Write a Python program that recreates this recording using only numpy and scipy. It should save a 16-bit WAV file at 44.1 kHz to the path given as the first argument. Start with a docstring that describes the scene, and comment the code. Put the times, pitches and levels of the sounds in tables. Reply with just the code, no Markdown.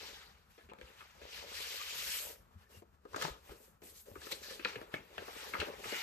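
"""Quiet room, wooden table: hands pull a record in its paper sleeve from a cardboard jacket, turn it
and open the sleeve. Paper rubs on card and skin as fibres catch and let go; fingertips squeak faintly.
Creases snap, the air pocket in the sleeve pops low, and jacket and table take soft thumps.
At the end the disc slides over the paper."""
import sys
import numpy as np
from scipy import signal
from scipy.fft import rfft, irfft, next_fast_len
from scipy.io import wavfile

SR = 44100
rng = np.random.default_rng(int(sys.argv[2]) if len(sys.argv) > 2 else 0)


def generate_wav(sig):
    """Save sig (samples, or channels by samples) to the path in sys.argv[1] as 16-bit PCM at SR."""
    pcm = np.round(np.clip(np.atleast_2d(sig).T, -1, 1) * 32767).astype(np.int16)
    wavfile.write(sys.argv[1], SR, pcm)


N = 265822

# room air spectrum: f/Hz, relative density/dB
ROOM_SPECTRUM = [(20, -56), (40, -2.5), (75, 3.5), (110, -9.5), (150, -10.5), (210, -8.5), (300, -21),
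                 (500, -19.5), (1300, -15.5), (2200, -28), (5000, -34), (16000, -38.5)]
# skin or paper over paper: t/s at full pressure, hold/s, rise/s, fade/s,
# fine fibres/dB, coarse fibres/dB, hiss/dB, pocket/dB
RUB_STROKES = [(0.01, 0.084, 0.14, 0.2, -50, -56, -69, -65.5),
               (0.16, 0.066, 0.063, 0.26, -64, -61.5, -78, -76),
               (0.504, 0.14, 0.019, 0.077, -74, -72, -83, -106),
               (0.825, 0.09, 0.074, 0.17, -66, -63.5, -80, -73),
               (0.992, 0.027, 0.099, 0.35, -63.5, -61, -76, -77),
               (2.589, 0.048, 0.032, 0.075, -76.5, -70.5, -83, -84),
               (2.708, 0.081, 0.024, 0.04, -69, -71, -73.5, -69),
               (3.23, 0.0095, 0.082, 0.094, -40.5, -45.5, -57.5, -53.5),
               (3.495, 0.017, 0.12, 0.13, -64, -62, -70.5, -67.5),
               (3.626, 0.029, 0.14, 0.086, -73, -74, -70, -70),
               (3.838, 0.069, .02, 0.056, -64.5, -70.5, -64.5, -65.5),
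               (3.962, 0.038, 0.045, 0.065, -61.5, -74, -63, -82),
               (4.058, 0.013, 0.0036, 0.8, -72.5, -72, -71.5, -66),
               (4.236, 0.11, 0.079, 0.15, -53.5, -59.5, -64.5, -70.5),
               (4.316, 0.0036, 0.0085, 0.023, -42, -45.5, -52, -48.5),
               (4.433, 0.11, 0.021, 0.11, -50, -61, -64, -64.5),
               (4.684, 0.019, 0.12, 0.092, -50.5, -51.5, -71, -64),
               (4.732, 0.081, .08, 0.17, -68.5, -57, -75.5, -62),
               (4.944, 0.0074, 0.039, 0.068, -58.5, -48, -69.5, -71),
               (5.233, 0.071, 0.28, 0.42, -60, -57.5, -72, -61),
               (5.4, 0.047, 0.22, 0.36, -53, -51, -62.5, -71),
               (5.593, 0.023, 0.069, 0.23, -52, -45.5, -69, -51),
               (5.906, .2, 0.14, .1, -45.5, -50, -58, -58.5)]
# rubbing colour: f/Hz, gain/dB
FIBRE_COLOUR = [(600, -28), (760, -0.5), (1000, -3.5), (1500, -4.5), (3000, -3), (6500, -4.5), (9000, -0.5),
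                (15500, -5.5)]
# air pocket in the sleeve: f/Hz, width/Hz, gain/dB
POCKET_MODES = [(191, 106, -11), (419.5, 73, 1.5), (528, 79, 2.5), (572, 84, 1)]
# creases: t/s, crease peak/dB, centre f/Hz, pop peak/dB, crack peak/dB, t60/s
CREASE_SNAPS = [(0.578, -56.5, 2120, -54.5, -65, 0.25), (0.688, -57, 2000, -53.5, -70, 0.03),
                (0.696, -51, 2160, -58, -66, 0.15), (0.715, -46.5, 890, -51.5, -70, 0.038),
                (0.735, -49, 1700, -46, -49.5, 0.005), (0.786, -52, 2280, -51, -68, 0.029),
                (0.812, -42, 2220, -46, -53, 0.022), (1.006, -46, 1850, -74, -73, 0.11),
                (1.215, -52, 2220, -52, -62, 0.096), (2.821, -63, 920, -51.5, -82, 0.065),
                (3.052, -52.5, 1090, -47.5, -91, 0.037), (3.132, -46.5, 1000, -51, -55, 0.048),
                (3.144, -33, 1320, -45, -66, 0.018), (3.161, -37.5, 1350, -36.5, -38, 0.064),
                (3.213, -36, 1290, -42.5, -46, 0.033), (3.222, -32.5, 1550, -43, -27, 0.036),
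                (3.249, -30, 1240, -34, -54, 0.017), (3.28, -43, 1150, -39.5, -66, 0.039),
                (3.493, -55, 1600, -48, -70, 0.086), (3.517, -54, 1370, -47.5, -60, 0.034),
                (3.819, -58, 2000, -50, -55, 0.14), (4.155, -43, 1370, -45.5, -62, 0.055),
                (4.216, -48, 1610, -54, -50, 0.04), (4.267, -42, 2010, -45.5, -45, 0.035),
                (4.321, -32.5, 3640, -44.5, -39, 0.061), (4.506, -49.5, 1580, -46.5, -45, 0.076),
                (4.594, -41, 2040, -44, -85, 0.076), (4.648, -24.5, 2470, -39.5, -49, 0.026),
                (4.655, -30, 1290, -43, -60, 0.021), (4.666, -38.5, 3000, -46, -62, 0.047),
                (4.756, -36.5, 2240, -39.5, -55, 0.052), (4.814, -49.5, 1610, -42, -73, 0.069),
                (4.94, -28, 2110, -35.5, -47, 0.022), (5.18, -32.5, 2050, -37.5, -63, 0.04),
                (5.279, -45.5, 1090, -44, -55, 0.087), (5.536, -30, 1940, -43, -63, 0.035),
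                (5.544, -33.5, 2050, -41, -61, 0.02), (5.55, -29.5, 1460, -65, -60, 0.063),
                (5.6, -29.5, 2560, -59, -41, 0.13), (5.614, -32.5, 1610, -40, -60, 0.032),
                (5.841, -39, 1910, -66, -63, 0.039), (5.856, -40, 990, -41.5, -66, 0.014),
                (5.922, -41, 2270, -37, -58, 0.13)]
# broad modes of the paper: f/Hz, gain/dB
SHEET_MODES = [(900, 8.5), (1270, 8.5), (1690, 3.5), (2160, 1.5), (2625, 2.5), (3300, 2), (4200, 7)]
# skin on paper: t/s, length/s, f/Hz, level/dB
FINGER_SQUEAKS = [(0.611, .006, 1680, -66), (1.803, 0.016, 1175, -52), (2.633, 0.038, 1750, -75),
                  (2.735, 0.063, 2810, -72), (4.44, 0.022, 1690, -60), (4.497, 0.037, 1764, -60.5),
                  (4.948, 0.032, 2200, -55.5)]
# pushes on jacket and table: t/s, gain/dB, f/Hz
TABLE_THUMPS = [(0.831, -42.5, 63.5), (2.554, -38, 87), (2.768, -42.5, 88), (3.138, -42.5, 106),
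                (3.241, -32.5, 157), (3.303, -35, 55), (3.495, -38, 54.3), (4.109, -42, 95),
                (4.172, -42, 64.4), (4.757, -41, 118), (4.934, -52, 151), (5.181, -43, 85), (5.59, -31, 80),
                (5.868, -46, 114)]
# sleeve leaving the jacket: t/s, fine fibres/dB, hiss/dB, jacket air/dB
PULL_LEVELS = [(1.15, -73, -85.5, -67.5), (1.22, -63.5, -84, -65.5), (1.36, -49.5, -64, -62.5),
               (1.46, -55, -72, -59), (1.57, -46, -59, -64.5), (1.73, -46, -58.5, -62.5),
               (1.86, -47.5, -60.5, -64.5), (2.09, -42, -50.5, -59.5), (2.19, -45.5, -48, -57.5),
               (2.31, -58, -58, -61.5), (2.4, -79, -81.5, -76.5), (2.53, -100, -100, -89)]
# air in the jacket: f/Hz, width/Hz, gain/dB
JACKET_AIR_MODES = [(480, 97, -0.5), (510, 29, 1.5), (548, 47, -1.5), (960, 57, -7)]
# rubbed card: f/Hz, width/Hz, gain/dB
BOARD_MODES = [(2330, 580, -0.5), (3170, 400, 1), (4950, 200, -5)]
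# disc on paper: f/Hz, width/Hz, gain/dB
DISC_MODES = [(1340, 78, -4.5), (2067, 300, -2.5), (2410, 160, -0.5), (2880, 56, 3.5)]
# disc sliding: t/s, level/dB
DISC_LEVELS = [(5.8, -82), (5.85, -57), (5.95, -43.5), (6.03, -53)]
# microphone pair: f/Hz, left-right correlation
PAIR_CORRELATION = [(60, .94), (420, .9), (650, .55), (2500, .55), (4500, .1), (7000, .3), (8500, -.3),
                    (9200, -.998), (10400, -.998), (11500, .998), (14000, .998), (14800, -.998)]
# left ahead of right: f/Hz, phase/rad
LEFT_PHASE = [(60, .16), (420, .8), (690, 2.0), (1100, 2.3), (1800, .6), (2500, .9), (3500, 2.6), (6500, 0)]
# left over right: f/Hz, level/dB
LEFT_BALANCE = [(60, 0.5), (150, 5.5), (380, 2.5), (950, 4.5), (2380, 1.5), (5980, 3.5), (15000, 1)]

ROOM_TONE_DB, REVERB_DB, REVERB_T60_S = -70.5, -14, .2
STROKE_SWING_DB = 20   # fine fibres: drop per rise or fade time
POCKET_FOLLOWS, COARSE_FOLLOWS, HISS_FOLLOWS = 0.71, 0.93, 0.83   # shares of that swing
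PULL_FULL_DB, PULL_COARSE_DB, PULL_COARSE_FOLLOWS = -46.5, -53, 0.67   # fine, coarse at full pull; slope
BOARD_DB = -11   # relative to the fine fibres
RUSTLE_T60_S = 0.43   # sheet settling after a snap
POCKET_SPREAD = 0.034   # relative pitch spread between grips
SQUEAK_WIDTH_HZ, SQUEAK_EDGE_S = 110, .008
THUMP_T60_S = 0.095
STOPBAND_HZ = 16150


def from_db(db):
    return 10 ** (np.asarray(db) / 20)


def unit_rms(x):
    return x / np.sqrt(np.mean(x ** 2) + 1e-20)


def level_curves(rows):
    """Each dB column per sample; silent outside the rows."""
    times_s, *columns = np.transpose(rows)
    return [np.interp(np.arange(N) / SR, times_s, db, left=-120, right=-120) for db in columns]


def at_hz(points, hz):
    points_hz, values = np.transpose(points)
    return np.interp(np.log(hz), np.log(points_hz), values)


def drift(corner_hz):
    """Slow random wander, rms 1."""
    pole = np.exp(-2 * np.pi * corner_hz * 40 / SR)
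    slow = signal.lfilter([1], [1, -2 * pole, pole * pole], rng.standard_normal(N // 40 + 2002))[2000:]
    return np.interp(np.arange(N) / 40, np.arange(len(slow)), unit_rms(slow))


def resonance(x, hz, width_hz):
    """Two-pole peak, gain 1."""
    r = np.exp(-np.pi * max(width_hz, 5) / SR)
    gain = (1 - r * r) / 2
    return signal.lfilter([gain, 0, -gain], [1, -2 * r * np.cos(2 * np.pi * hz / SR), r * r], x)


def body(x, modes):
    """A solid or an air pocket colours what drives it."""
    return sum((-1) ** k * from_db(db) * resonance(x, hz, width_hz)
               for k, (hz, width_hz, db) in enumerate(modes))


def catches(per_s, spread_db):
    """Fibres catch and let go: uneven clicks, two independent channels, rms 1."""
    sizes = from_db(spread_db * np.minimum(rng.exponential(1, (2, N)), 5))
    signs = rng.choice([-1, 1], (2, N))
    return unit_rms(sizes * signs * (rng.random((2, N)) < per_s / SR))


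def room_tone():
    """Steady room air, wavering a little."""
    hz = np.maximum(np.fft.rfftfreq(N, 1 / SR), 1)
    air = irfft(rfft(rng.standard_normal((2, N))) * from_db(at_hz(ROOM_SPECTRUM, hz)), N)
    return from_db(ROOM_TONE_DB + 2.5 * drift(9)) * unit_rms(air)


def rub_levels_db():
    """Pocket, coarse, fine and hiss levels: strokes rise, hold and fade; the pull adds its power."""
    hop = 32
    t = np.arange(0, N + hop, hop) / SR
    stroke_power = np.zeros((4, len(t)))
    swing_db = STROKE_SWING_DB * np.array([[POCKET_FOLLOWS], [COARSE_FOLLOWS], [1], [HISS_FOLLOWS]])
    for at_s, hold_s, rise_s, fade_s, fine_db, coarse_db, hiss_db, pocket_db in RUB_STROKES:
        before = np.maximum(at_s - t, 0) / max(rise_s, .004)
        after = np.maximum(t - at_s - hold_s, 0) / fade_s
        full_db = np.c_[[pocket_db, coarse_db, fine_db, hiss_db]]
        stroke_power += from_db(full_db - swing_db * (before + after)) ** 2
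    fine_db, hiss_db, _ = level_curves(PULL_LEVELS)
    coarse_db = PULL_COARSE_DB + PULL_COARSE_FOLLOWS * (fine_db - PULL_FULL_DB)
    return [10 * np.log10(np.interp(np.arange(N) / SR, t, power) + from_db(pull_db) ** 2)
            for power, pull_db in zip(stroke_power, [-120, coarse_db, fine_db, hiss_db])]


def rubbing(patchy_db, pressure_db):
    """Fibres catch in third-octave bands; the loose paper wall pumps the pocket unevenly."""
    levels_db = rub_levels_db()
    density_db = [db - 10 * np.log10(width_hz)
                  for db, width_hz in zip(levels_db, (320, 1500, 3000, 2500))]
    streams = [catches(9000, 0.38), catches(9000, 1.6)]
    pressure = drift(44)
    edges_hz = 600 * 2 ** np.arange(0, 4.9, 1 / 3)
    fibres = 0
    for k, (low_hz, high_hz) in enumerate(zip(edges_hz, edges_hz[1:])):
        hz = np.sqrt(low_hz * high_hz)
        # blend of two neighbours: 0 pocket, 1 coarse, 2 fine, 3 hiss
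        blend = np.interp(np.log(hz), np.log([600, 1500, 2700, 4600, 9500]), [.6, 1.1, 1.4, 2.0, 3.0])
        lower = min(int(blend), 2)
        band_db = density_db[lower] + (blend - lower) * (density_db[lower + 1] - density_db[lower])
        gain = from_db(band_db + at_hz(FIBRE_COLOUR, hz)
                       + pressure_db * pressure + patchy_db * drift(16.4))
        band = signal.butter(2, [low_hz, high_hz], "band", fs=SR, output="sos")
        fibres += gain * signal.sosfilt(band, streams[k % 2])
    low_cut = signal.butter(1, 330, "high", fs=SR, output="sos")
    flutter = unit_rms(signal.sosfilt(low_cut, body(catches(500, 4.3), POCKET_MODES)))
    return np.sqrt(SR / 2) * fibres + from_db(levels_db[0] + 3.3 * drift(20)) * flutter


def crease_snaps():
    """A crease gives way and shakes the sheet modes near its centre frequency; the pocket pops."""
    size = 6000
    out, t = np.zeros((2, N + size)), np.arange(size) / SR
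    treble = signal.butter(2, [2600, 9000], "band", fs=SR, output="sos")
    for at_s, crease_db, centre_hz, pop_db, crack_db, t60_s in CREASE_SNAPS:
        noise = rng.standard_normal((3, 2, size))
        scatter_db = 2 * rng.standard_normal(len(SHEET_MODES))
        noise *= from_db(2.3 * rng.standard_normal(size // 20 + 1).repeat(20)[:size])   # uneven parting
        noise[:, :, 12] = 3.5   # first break: one sharp click
        attack = (1 - np.exp(-t / 0.000078)) ** 2
        envelope = attack * (from_db(-60 * t / t60_s) + 0.062 * from_db(-60 * t / RUSTLE_T60_S))
        sheet = [(hz, 0.12 * hz, db + scatter_db[k] - 18.2 * np.log2(hz / centre_hz) ** 2)
                 for k, (hz, db) in enumerate(SHEET_MODES)]
        crease = signal.lfilter([1], [1, -.6], body(noise[0] * envelope, sheet))   # soft paper: dull top
        pocket = np.array(POCKET_MODES) * [1 + POCKET_SPREAD * rng.standard_normal(), 1.3, 1]
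        pocket[:, 2] += 3 * rng.standard_normal(len(pocket))   # each grip favours other modes
        pop = body(noise[1] * envelope ** 0.97, pocket)
        crack = signal.sosfilt(treble, noise[2] * envelope ** 2)   # treble dies first
        start = round(at_s * SR)
        for part, db in ((crease, crease_db), (pop, pop_db), (crack, crack_db)):
            peak = np.sqrt(np.mean(np.max(part ** 2, axis=1)))
            out[:, start:start + size] += from_db(db) * part / peak
    return out[:, :N]


def reverb(x):
    """Table and walls add a short dull tail."""
    t = np.arange(SR // 2) / SR
    tail = rng.standard_normal((2, len(t))) * from_db(-60 * t / REVERB_T60_S) * (t > .004)
    tail = signal.lfilter([1], [1, -.5], tail)
    tail /= np.sqrt(np.sum(tail[0] ** 2))
    return x + from_db(REVERB_DB) * signal.fftconvolve(x, tail, axes=1)[:, :N]


def finger_squeaks():
    """Fingertip stick-slip briefly rings one narrow resonance."""
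    out, t = 0, np.arange(N) / SR
    slips = catches(3300, 2.0)
    for at_s, length_s, hz, db in FINGER_SQUEAKS:
        outside_s = np.maximum(at_s - t, 0) + np.maximum(t - at_s - length_s, 0)
        tone = resonance(resonance(slips, hz, SQUEAK_WIDTH_HZ), hz, 2 * SQUEAK_WIDTH_HZ)
        out += from_db(db) * np.exp(-outside_s / SQUEAK_EDGE_S) * unit_rms(tone)
    return out


def table_thumps():
    """A soft push swells, then rings out as a low mode with a brief overtone."""
    out, t = np.zeros(N + SR), np.arange(SR // 2) / SR
    envelope = (1 - np.exp(-t / 0.019)) * from_db(-60 * t / THUMP_T60_S)
    for at_s, db, hz in TABLE_THUMPS:
        start = round(at_s * SR)
        overtone = 0.37 * np.exp(-t / 0.035) * np.sin(2 * np.pi * 2.3 * hz * t)
        out[start:start + len(t)] += from_db(db) * envelope * (np.sin(2 * np.pi * hz * t) + overtone)
    return out[:N] * [[1], [.3]]   # mostly mid


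def jacket_scrape():
    """The sleeve pumps the jacket's air and scrapes its board."""
    fine_db, _, air_db = level_curves(PULL_LEVELS)
    board_db = np.minimum(fine_db, PULL_FULL_DB) + BOARD_DB
    air = from_db(air_db + 0.42 * drift(22)) * unit_rms(body(catches(160, 3.7), JACKET_AIR_MODES))
    board = from_db(board_db + 3.6 * drift(15)) * unit_rms(body(catches(3000, 2.8), BOARD_MODES))
    return air + board


def disc_slide():
    """The disc slides over catching paper fibres."""
    disc_db, = level_curves(DISC_LEVELS)
    return from_db(disc_db + 0.76 * drift(30)) * unit_rms(body(catches(3000, 2.2), DISC_MODES))


def scene():
    """Mid and side of the sound field: same gestures, independent noise."""
    friction = rubbing(patchy_db=1.9, pressure_db=0.5) + jacket_scrape() + disc_slide() + finger_squeaks()
    return friction + reverb(crease_snaps()) + table_thumps() + room_tone()


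def record(dry):
    """Microphone pair: mid and side to left and right; correlation, level, phase per band; top cut."""
    size = next_fast_len(N + 4096)
    hz = np.maximum(np.fft.rfftfreq(size, 1 / SR), 1)
    correlation = np.interp(hz, *np.transpose(PAIR_CORRELATION))
    mid, side = rfft(dry, size) * np.sqrt([1 + correlation, 1 - correlation])
    lean = from_db(at_hz(LEFT_BALANCE, hz) / 2) * np.exp(.5j * at_hz(LEFT_PHASE, hz))
    pair = irfft(np.array([(mid + side) * lean, (mid - side) / lean]), size)[:, :N]
    return signal.sosfilt(signal.cheby2(16, 70, STOPBAND_HZ, fs=SR, output="sos"), pair)


dry = scene()
out = record(dry)
generate_wav(out)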